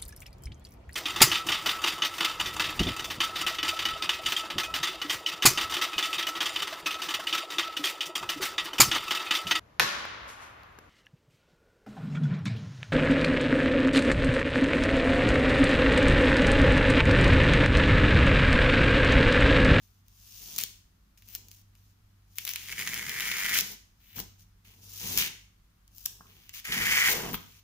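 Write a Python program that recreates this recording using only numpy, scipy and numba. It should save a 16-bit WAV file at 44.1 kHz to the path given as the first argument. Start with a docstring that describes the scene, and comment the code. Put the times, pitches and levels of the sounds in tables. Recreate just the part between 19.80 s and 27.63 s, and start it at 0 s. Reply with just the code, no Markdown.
"""A small room, at a table: masking tape is picked loose and ripped off a painted sheet, close to a phone.
Tiny slips of the glue, drawn at random, ring the taut strip and spit treble; a faster pull slips more often.
Corners snap free in single cracks, loose tape crinkles in runs of them, and the board is knocked dully.
Strokes over the paper hiss as grainy noise, sheet and board rumble low and dull under the hands, and the
freed strip rustles. Two microphone ports hear it over room rumble, hiss and a faint, wavering mains hum."""
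import sys
import numpy as np
from scipy import signal
from scipy.fft import rfft, irfft
from scipy.io import wavfile
from scipy.ndimage import uniform_filter1d, map_coordinates
from numba import njit

SR = 44100
rng = np.random.default_rng(int(sys.argv[2]) if len(sys.argv) > 2 else 0)


def pcm_store(signal):
    """Save signal as 16-bit PCM."""
    levels = np.round(np.clip(np.atleast_2d(signal), -1, 1) * 32767)
    wavfile.write(sys.argv[1], SR, levels.astype(np.int16).T)


N = 345303
TIME = np.arange(N) / SR


def undb(db):
    """Decibels to gain."""
    return 10 ** (np.asarray(db) / 20)


def track(rows):
    """The columns of a curve after its time column, interpolated to one value a sample."""
    s, *columns = np.transpose(rows)
    return [np.interp(TIME, s, c) for c in columns]


def colour(x, points, unit=True, size=2048):
    """Causal minimum-phase filter through f/Hz, level/dB points; with unit, white noise keeps its power."""
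    hz, db = np.transpose(points)
    bins = np.maximum(np.fft.rfftfreq(size, 1 / SR), 1)
    log_gain = np.log(undb(np.interp(np.log(bins), np.log(hz), db)))
    # folding the cepstrum onto positive times makes the filter causal
    cepstrum = irfft(log_gain)
    cepstrum[1:size // 2] *= 2
    cepstrum[size // 2 + 1:] = 0
    response = irfft(np.exp(rfft(cepstrum)))
    if unit:
        response /= np.linalg.norm(response)
    return signal.oaconvolve(np.atleast_2d(x), response[None], axes=1)[:, :N]


def noise(likeness):
    """White noise at the two ports; likeness is the share of power common to both."""
    share = np.clip(likeness, 0, 1)
    common = rng.standard_normal(N)
    separate = rng.standard_normal((2, N))
    return np.sqrt(share) * common + np.sqrt(1 - share) * separate


def waver(size):
    """Slow chance with a spread of 1, turning about every size samples."""
    slow = uniform_filter1d(uniform_filter1d(rng.standard_normal(N), size), size)
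    return (slow - slow.mean()) / slow.std()


def slips(per_s, scatter_db, count=2400):
    """Random releases of unequal size, their power evened out over count samples as by a steady hand."""
    released = rng.random(N) < per_s / SR
    size = undb(scatter_db * np.clip(rng.standard_normal(N), -2, 2))
    power = released * size ** 2
    return np.sqrt(power / np.maximum(uniform_filter1d(power, count), 1e-9))


def linger(pulses, decay_s):
    """Envelope of the brief burst that follows each release; its amplitude falls to 1/e in decay_s."""
    keep = np.exp(-2 / (decay_s * SR))
    return np.sqrt(signal.lfilter([1 - keep], [1, -keep], pulses ** 2 + 1e-18))


def strike(s, rise_s, decay_s, count=4000):
    """Samples around a blow and its envelope: a quick exponential rise, then a decay."""
    at = np.clip(int(s * SR) + np.arange(-count // 10, count), 0, N - 1)
    t = TIME[at] - s
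    return at, np.exp(np.minimum(t / rise_s, -t / decay_s))


def gestures(rows, attack_s, release_s, bend=1):
    """Gain of hand movements: each sets in, swells to its final level (early, if bent) and dies away."""
    gain = np.zeros(N)
    for start, end, final_db, swell_db in rows:
        at = slice(max(int(start * SR), 0), int((end + 10 * release_s) * SR))
        t = TIME[at]
        to_go = np.clip((end - t) / (end - start), 0, 1)
        attack = np.clip((t - start) / attack_s, 0, 1)
        release = np.exp(-np.maximum(t - end, 0) / release_s)
        gain[at] += attack * release * undb(final_db - swell_db * to_go ** bend)
    return gain


@njit
def moving_bandpass(x, hz, width):
    """State-variable band-pass with a moving centre."""
    y, band, low = np.empty(len(x)), 0., 0.
    for i in range(len(x)):
        g, damping = np.tan(np.pi * hz[i] / SR), width / hz[i]
        v = (band + g * (x[i] - low)) / (1 + g * (g + damping))
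        band, low = 2 * v - band, low + 2 * g * v
        y[i] = damping * v
    return y


def resonate(x, hz, width_hz):
    """A moving resonance on both channels; white noise keeps its power."""
    filtered = np.array([moving_bandpass(c, hz, float(width_hz)) for c in x])
    return filtered * np.sqrt(SR / (np.pi * width_hz))


def narrow_bass(x, below_hz):
    """Long waves reach both ports alike."""
    high_pass = signal.butter(2, below_hz, "high", fs=SR, output="sos")
    side = signal.sosfilt(high_pass, (x[0] - x[1]) / 2)
    return x.mean(axis=0) + np.array([side, -side])


# spectrum of the empty room's rumble and air: f/Hz, level/dB
AIR_SPECTRUM = [(15, -34.5), (25, -8), (53, -4.5), (71, -14), (101, -8), (129, -21.5), (173, -13),
                (233, -21.5), (457, -35), (509, -37.5), (1200, -31.5), (2420, -36), (3170, -38),
                (15500, -51)]
# course of the upper hum tone, before a 2 dB lift: t/s, level/dB
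HUM_COURSE = [(0.0, -66), (0.94, -63), (1.24, -89), (1.46, -61), (3.86, -64), (4.27, -82), (4.36, -54.5),
              (4.69, -66), (5.28, -53.5), (6.0, -75.5), (6.28, -64), (7.22, -71), (7.28, -59), (7.83, -63)]


def background():
    """Low room rumble, microphone hiss, and mains hum as two sines near 49 and 98 Hz, wavering in pitch."""
    air = narrow_bass(colour(noise(0), AIR_SPECTRUM, size=8192), below_hz=340)
    mains_hz = 49 + 25 * uniform_filter1d(rng.standard_normal(N), 4000)
    phase = 2 * np.pi * np.cumsum(mains_hz) / SR
    hum = undb(track(HUM_COURSE)[0] + 2) * np.sin(2 * phase) + undb(-65.5) * np.sin(phase)
    hiss = colour(noise(0), [(2000, -8), (8000, -8), (12000, 2), (15000, 0)])
    return undb(-62) * air + hum + undb(-76.5) * hiss


# strokes of fingers and loose tape over the paper, before a 3 dB cut:
# start t/s, end t/s, final level/dB, swell/dB (negative: fades)
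STROKES = [(0.01, 0.2, -71, -13), (0.25, 0.815, -41, 29), (1.37, 1.56, -54.5, 21), (1.62, 1.78, -62, 5),
           (1.94, 2.12, -68, -1), (2.46, 2.58, -61, 17), (2.578, 2.88, -45.5, 0), (3.81, 3.93, -40.5, 1),
           (4.17, 4.33, -62, 11), (4.35, 4.405, -38.5, 12), (4.58, 4.62, -55.5, 3),
           (4.845, 5.05, -60.5, -2), (5.01, 5.42, -30.5, 28), (6.1, 6.26, -54.5, 14), (6.3, 6.68, -62, 1),
           (6.73, 6.78, -42.5, 0), (7.33, 7.55, -42.5, -14), (7.58, 7.79, -57.5, -1)]
# spectrum of the rubbed paper: f/Hz, level/dB
PAPER_SPECTRUM = [(300, -19.5), (700, -20.5), (1300, -13), (1900, -10.5), (2800, -2.5), (4000, -4.5),
                  (6300, -0.5), (7900, -8), (10000, -4.5), (13300, -5), (14800, 8), (15600, -19)]


def sliding():
    """Paper fibres catch and let go: a fine, grainy hiss; each stroke eases in and out."""
    stroke = gestures(STROKES, attack_s=.015, release_s=.015, bend=2.03)
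    stroke = uniform_filter1d(stroke, size=1000)
    grain = linger(slips(3500, scatter_db=2), decay_s=.0006)
    return undb(-3) * colour(stroke * grain * noise(.21), PAPER_SPECTRUM)


# snaps of glue and creases, levels relative to their layers: t/s, crack level/dB, body level/dB
SNAP_EVENTS = [(0.283, -49.5, -75), (0.763, -29.5, -53), (0.7827, -23, -44), (0.787, -20.5, -44),
               (0.8, -30, -42), (0.812, -26, -36), (0.837, -20.5, -48), (1.4229, -52, -50.5),
               (1.4876, -42, -54), (1.551, -28, -51), (1.685, -44, -62), (1.715, -41.5, -52.5),
               (1.953, -56, -58.5), (2.5849, -23, -27.5), (2.652, -26.5, -35), (2.6774, -29, -28.5),
               (2.6921, -26, -30.5), (2.736, -28, -34), (2.7597, -25.5, -25.5), (3.075, -24.5, -24),
               (3.1428, -25, -32), (3.295, -26, -26), (3.4065, -22, -24), (3.5164, -27, -21),
               (3.694, -23, -27), (3.7887, -14.5, -18), (3.8093, -20.5, -37), (4.364, -46, -50),
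               (4.402, -28.5, -49), (5.3759, -13, -37.5), (5.3855, -17, -30), (5.4078, -35, -22),
               (5.4235, -31, -20), (6.079, -50.5, -69.5), (6.1826, -39, -65), (6.2568, -26, -47),
               (6.2599, -20, -50), (6.694, -37, -40.5), (6.7398, -46, -39.5), (6.9227, -31, -19.5),
               (7.316, -28, -24), (7.5436, -33.5, -25.5)]
# spectrum of a crisp crack, also for crinkles: f/Hz, level/dB
CRISP_SPECTRUM = [(1180, -27.5), (2000, -18), (2370, -7), (3180, -2.5), (3460, -6), (5790, -1),
                  (6640, -1.5), (7680, -6.5), (13100, -1), (14600, -1.5), (15500, 3.5)]
# spectrum of the tape's backing, also for crinkles: f/Hz, level/dB
BODY_SPECTRUM = [(150, -19), (420, -24.5), (600, -22.5), (1100, -12.5), (1500, -6), (2200, 4.5),
                 (3000, 3.5), (4500, -6), (9000, -50.5)]
# spectrum of sizzle from the tape's thin edge, also for crinkles: f/Hz, level/dB
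EDGE_SPECTRUM = [(8000, -36.5), (12000, -9), (14700, 9.5), (16000, -12)]
# the less body a snap has, the more its edge sizzles (dB per dB of crack over body)
SNAP_EDGE_DB, THIN_SHARE = -17, .5


def snapping():
    """Single snaps: a crack runs for about a millisecond, jerks the backing once and leaves a brief shiver."""
    cracks, shivers, ticks, jerks, edges = np.zeros((5, N))
    millisecond = np.sqrt(SR / 1000)  # gives one sample the energy of a millisecond at unit level
    for s, crack_db, body_db in SNAP_EVENTS:
        at, crack = strike(s, rise_s=.0007, decay_s=.0007)
        _, shiver = strike(s, rise_s=.0005, decay_s=.0062)
        cracks[at] += undb(crack_db) * (crack + undb(-20) * shiver)
        shivers[at] += undb(body_db - 7.5) * shiver
        onset = int(s * SR)
        ticks[onset] += undb(crack_db) * millisecond
        jerks[onset] += undb(body_db) * millisecond
        edge_db = crack_db + SNAP_EDGE_DB + THIN_SHARE * (crack_db - body_db)
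        edges[onset] += undb(edge_db) * millisecond
    crisp = undb(4) * cracks * noise(.4) + undb(-3) * ticks
    body = undb(-1) * jerks + shivers * noise(.2)
    return colour(crisp, CRISP_SPECTRUM) + colour(body, BODY_SPECTRUM) + colour(edges, EDGE_SPECTRUM)


# dull low rumble of the sheet and board as hands rub, tug and lift, before a 3 dB cut:
# start t/s, end t/s, final level/dB, swell/dB (negative: fades)
RUMBLES = [(0.58, 0.83, -54.5, 13), (1.45, 1.68, -66, 4), (2.58, 2.87, -65, 3), (2.88, 2.96, -57, 0),
           (2.97, 3.7, -52.5, -1), (3.7, 3.81, -45.5, 4), (3.83, 3.93, -54, 2), (4.35, 4.41, -46, 2),
           (4.84, 5.2, -65, 3.5), (5.2, 5.38, -44, 5.5), (5.38, 5.52, -56.5, -7.5), (6.25, 6.6, -65.5, 1.5),
           (6.87, 7.03, -40, 8), (7.05, 7.27, -50, -4), (7.27, 7.54, -38.5, 7.5)]
# spectrum of the rumbling sheet and board: f/Hz, level/dB
RUMBLE_SPECTRUM = [(22, -14), (50, 2.5), (90, -4), (160, 4.5), (280, -4), (420, -6.5), (600, -10),
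                   (1000, -10), (2000, -47.5)]
# the freed strip trails away, before its two parts are mixed:
# start t/s, end t/s, final level/dB, swell/dB (negative: fades)
STRIP_TRAIL = [(7.275, 7.5, -36, -3)]
# spectrum of the loose strip: f/Hz, level/dB
LOOSE_SPECTRUM = [(100, -14), (200, -17), (420, -2.5), (800, -8), (1500, -10), (3000, -8), (6000, -36)]
TRAIL_HZ, TRAIL_SAG_HZ_PER_S = 540, 720


def rumbling_and_trailing():
    """Sheet and board rumble dully under the hands; the freed strip rustles with a sinking resonance."""
    flutter = linger(slips(600, scatter_db=3), decay_s=.005)
    handled = gestures(RUMBLES, attack_s=.025, release_s=.022)
    rumble = colour(handled * flutter * noise(1), RUMBLE_SPECTRUM)
    drag = gestures(STRIP_TRAIL, attack_s=.013, release_s=.008) * flutter
    start, end, _, _ = STRIP_TRAIL[0]
    hz = TRAIL_HZ - TRAIL_SAG_HZ_PER_S * (np.clip(TIME, start, end) - start)
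    hollow = resonate(drag * noise(.34), hz, width_hz=370)
    rustle = colour(drag * noise(.95), LOOSE_SPECTRUM)
    return undb(-3) * rumble + undb(-11) * hollow + undb(-5.5) * rustle


# crinkles, where a short piece of tape tears free: start t/s, end t/s, crisp level/dB,
# body level/dB and sizzle level/dB (both relative to crisp), fade over its length/dB (negative: swells)
CRINKLE_RUNS = [(0.781, 0.841, -34, -9.5, -12, 4.5), (1.375, 1.402, -60, -14, -15, 17),
                (1.475, 1.55, -52.5, -11, -2, -6), (1.549, 1.564, -44.5, -3, 7, 6),
                (1.71, 1.822, -58.5, -17, -10, 6), (2.556, 2.58, -52.5, -10, 3, -6),
                (2.667, 2.717, -37, -6.5, -2, 1), (2.721, 2.89, -49, -2, -12, -6),
                (3.739, 3.81, -24.5, -10, -14, 2.5), (4.201, 4.36, -66, 1.5, 3, -14),
                (4.357, 4.401, -44.5, -1.5, 5, -12), (4.847, 4.948, -63, 0.5, -13, 6.5),
                (5.2, 5.376, -43, -3, -20.5, -1.5), (5.375, 5.482, -29.5, -4.5, -12, 11.5),
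                (6.148, 6.26, -56, -30, 0, 0), (6.468, 6.693, -64.5, 1, -4, 0),
                (6.733, 6.802, -44, -5, -12, -2), (7.293, 7.336, -26.5, -11, -5.5, 1),
                (7.531, 7.555, -47.5, 5.5, 15, -6), (7.603, 7.797, -66, 2, -12, 2)]


def crinkling():
    """Short runs of sharp cracks: crisp, with body from the tape's backing and sizzle from its thin edge."""
    crisp, body, sizzle = np.zeros((3, N))
    for start, end, db, body_db, sizzle_db, fade_db in CRINKLE_RUNS:
        at = (TIME >= start) & (TIME < end)
        crisp[at] = undb(db - fade_db * np.linspace(-.5, .5, at.sum()))
        body[at] = crisp[at] * undb(body_db)
        sizzle[at] = crisp[at] * undb(sizzle_db)
    cracks = linger(slips(1500, scatter_db=3.5), decay_s=.0006)
    crackle = colour(crisp * cracks * noise(.16), CRISP_SPECTRUM)
    backing = colour(body * cracks * noise(.61), BODY_SPECTRUM)
    edge = colour(sizzle * cracks * noise(.5), EDGE_SPECTRUM)
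    return crackle + backing + edge


# soft knocks of hand and tape on the board, each sounding 2 ms after its time:
# t/s, level/dB of the rattle's peak envelope before the board colours it
KNOCK_EVENTS = [(0.783, -45), (1.55, -55), (4.382, -44), (4.4, -46), (6.258, -48), (6.406, -45.5),
                (6.455, -54), (7.541, -32.5)]
# spectrum of the board: f/Hz, level/dB
BOARD_SPECTRUM = [(25, 1), (60, 0), (130, 2.5), (400, -6), (600, -3.5), (1000, 1), (1600, 6), (2500, -26),
                  (6000, -57)]


def knocking():
    """Dull, short bumps of the board: one push and a brief rattle."""
    push, rattle = np.zeros((2, N))
    for s, db in KNOCK_EVENTS:
        hit_s = s + .002
        at, blow = strike(hit_s, rise_s=.0005, decay_s=.004)
        rattle[at] += undb(db) * blow
        push[int(hit_s * SR)] += undb(db + 18.5)
    return colour(push + rattle * noise(1), BOARD_SPECTRUM)


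# long pulls, slow at first, then ever faster, before tugs and jerks:
# start t/s, takes hold t/s, end t/s, final ring level/dB, final glue crackle level/dB, swell/dB,
# strip resonance at the start f/Hz
LONG_PULLS = [(2.876, 2.98, 3.812, -31.3, -34.7, 7, 2370), (6.838, 6.917, 7.33, -21.5, -28, 10.5, 2196)]
# the hand tugs or eases off within a pull: start t/s, end t/s, extra level/dB
HAND_TUGS = [(2.885, 2.934, 3), (2.98, 3.027, 3), (3.2, 3.362, -2.5), (3.732, 3.79, 3), (7.105, 7.18, 2)]
TAKE_UP_DB = -5  # until the pull takes hold
JERK_DB = .83  # spread of the hand's uneven pull
PULL_ATTACK_S, RING_RELEASE_S, GLUE_RELEASE_S = .015, .0062, .00155
SLACK_S = .037  # the strip goes slack and its ring starts to die this long before the glue lets go
SAG_HZ_PER_S = 600  # the freed strip lengthens and its resonance sinks, before tugs shift it
TAUTNESS = .2  # a harder tug tightens the strip: its resonance rises with this power of the force


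def pulling():
    """Ring and crackle gains and strip resonance, as each pull takes hold, speeds up and goes slack."""
    ring, glue = np.zeros((2, N))
    hz = np.full(N, float(LONG_PULLS[0][-1]))
    tug_db = JERK_DB * waver(size=700)
    for start, end, db in HAND_TUGS:
        tug_db += db * ((TIME >= start) & (TIME < end))
    tug = undb(tug_db)
    for start, hold, end, ring_db, glue_db, swell_db, strip_hz in LONG_PULLS:
        grip = tug * np.where(TIME < hold, undb(TAKE_UP_DB), 1)
        ring_row = (start, end - SLACK_S, ring_db, swell_db)
        ring += grip * gestures([ring_row], PULL_ATTACK_S, RING_RELEASE_S, bend=1.5)
        glue_row = (start, end, glue_db, swell_db)
        glue += grip * gestures([glue_row], PULL_ATTACK_S, GLUE_RELEASE_S)
        sagging = strip_hz - SAG_HZ_PER_S * (np.minimum(TIME, end) - start)
        hz = np.where(TIME < start, hz, sagging)
    return ring, glue, hz * tug ** TAUTNESS


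def spread_to_ports(pulses, spread_s):
    """Each release comes from its own spot across the tape, so reaches the right port at its own time."""
    at = np.flatnonzero(pulses)
    lag = spread_s * SR * rng.standard_normal(N)[at]
    arrival = np.clip(at + np.round(lag).astype(int), 0, N - 1)
    return np.array([pulses, np.bincount(arrival, pulses[at], N)])


# spectrum of the ringing strip: f/Hz, level/dB
STRIP_SPECTRUM = [(290, -49.5), (500, -27.5), (558, -27), (1070, -23), (2040, 2.5), (2240, 4), (2520, -2),
                  (3170, -11.5), (3610, -42.5), (4500, -20), (5850, -46.5), (9900, -120)]
# spectrum of the breaking glue: f/Hz, level/dB
GLUE_SPECTRUM = [(1760, -39.5), (3000, 1), (4000, -5), (6480, -3), (7130, -2.5), (7800, -10), (8950, -5),
                 (13700, -4), (14700, 1), (15500, -2.5)]


def peeling():
    """Stick and slip along the peel line: a faster pull slips more; each slip rings the strip, spits treble."""
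    ring_gain, glue_gain, hz = pulling()
    pulses = slips(820 * (ring_gain / undb(-35)) ** .7, scatter_db=4.2)
    kicks = spread_to_ports(pulses, spread_s=.00002)
    taut = resonate(colour(kicks, [(500, -14), (1500, 0)]), hz, width_hz=480)
    ring = colour(kicks, STRIP_SPECTRUM) + undb(-7) * taut
    # some slips crack brightly, others only thump the strip
    brightness = undb(3 * np.clip(rng.standard_normal(N), -2, 2) - 2)
    threads = linger(pulses * brightness, decay_s=.0005) * noise(.3)
    fizz = linger(slips(4000, scatter_db=3), decay_s=.0003) * noise(.2)
    return ring_gain * ring + glue_gain * colour(threads + fizz, GLUE_SPECTRUM)


# where the hands work: t/s, lead of the left port/s (negative: the right port leads)
HAND_SPOT = [(0, 0), (2.5, -.00003), (3.6, -.00008), (4.4, -.00008), (4.8, .00015), (6.6, .00015),
             (7.5, .0001)]


def place(x):
    """The nearer port hears the hands a little sooner."""
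    late = np.arange(N) - track(HAND_SPOT)[0] * SR
    return np.array([x[0], map_coordinates(x[1], [late], order=3)])


def room(x, t60_s, treble_t60_s, wet_db, count=26000):
    """A diffuse tail, 4 ms after the direct sound; its top is weaker and dies sooner."""
    t = np.arange(count) / SR
    low_pass = signal.butter(3, 8500, fs=SR, output="sos")
    high_pass = signal.butter(3, 8500, "high", fs=SR, output="sos")
    low = signal.sosfilt(low_pass, rng.standard_normal((2, count)))
    high = signal.sosfilt(high_pass, rng.standard_normal((2, count)))
    low *= np.exp(-np.log(1000) * t / t60_s)
    high *= np.exp(-np.log(1000) * t / treble_t60_s)
    tail = (low + undb(-6) * high) * (t > .004)
    tail *= undb(wet_db) / np.linalg.norm(tail, axis=1, keepdims=True)
    wet = signal.oaconvolve(x, tail, axes=1)[:, :N]
    return x + narrow_bass(wet, below_hz=170)


# the tabletop colours everything that happens on it: f/Hz, level/dB
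TABLETOP_RESPONSE = [(140, 1), (210, 2.5), (290, -1.5), (420, 3.5), (560, -4.5), (800, 1), (1100, 2),
                     (1350, 0), (1800, -0.5)]


def scene():
    """All the handling sounds on the table, in the room, over its background."""
    handling = sliding() + snapping() + rumbling_and_trailing() + crinkling() + knocking() + peeling()
    handling = place(colour(handling, TABLETOP_RESPONSE, unit=False))
    return background() + room(handling, t60_s=.44, treble_t60_s=.38, wet_db=-9.5)


# the left microphone port: f/Hz, level/dB
LEFT_RESPONSE = [(500, 0), (2300, -1.5), (5000, 2), (8000, -1.5), (11000, 2), (15000, 3.5)]
# the right microphone port: f/Hz, level/dB
RIGHT_RESPONSE = [(500, 0.5), (2300, -2.5), (4800, 1.5), (6600, 4.5), (8500, 0), (11000, -3.5),
                  (15000, -17)]
TOP_HZ = 15400


def record(dry):
    """The left port is bright, the right one shaded; the phone cuts the top."""
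    left = colour(dry[0], LEFT_RESPONSE, unit=False)
    right = colour(dry[1], RIGHT_RESPONSE, unit=False)
    top_cut = signal.ellip(8, .2, 70, TOP_HZ, fs=SR, output="sos")
    return signal.sosfilt(top_cut, np.vstack([left, right]))


dry = scene()
out = record(dry)
pcm_store(out)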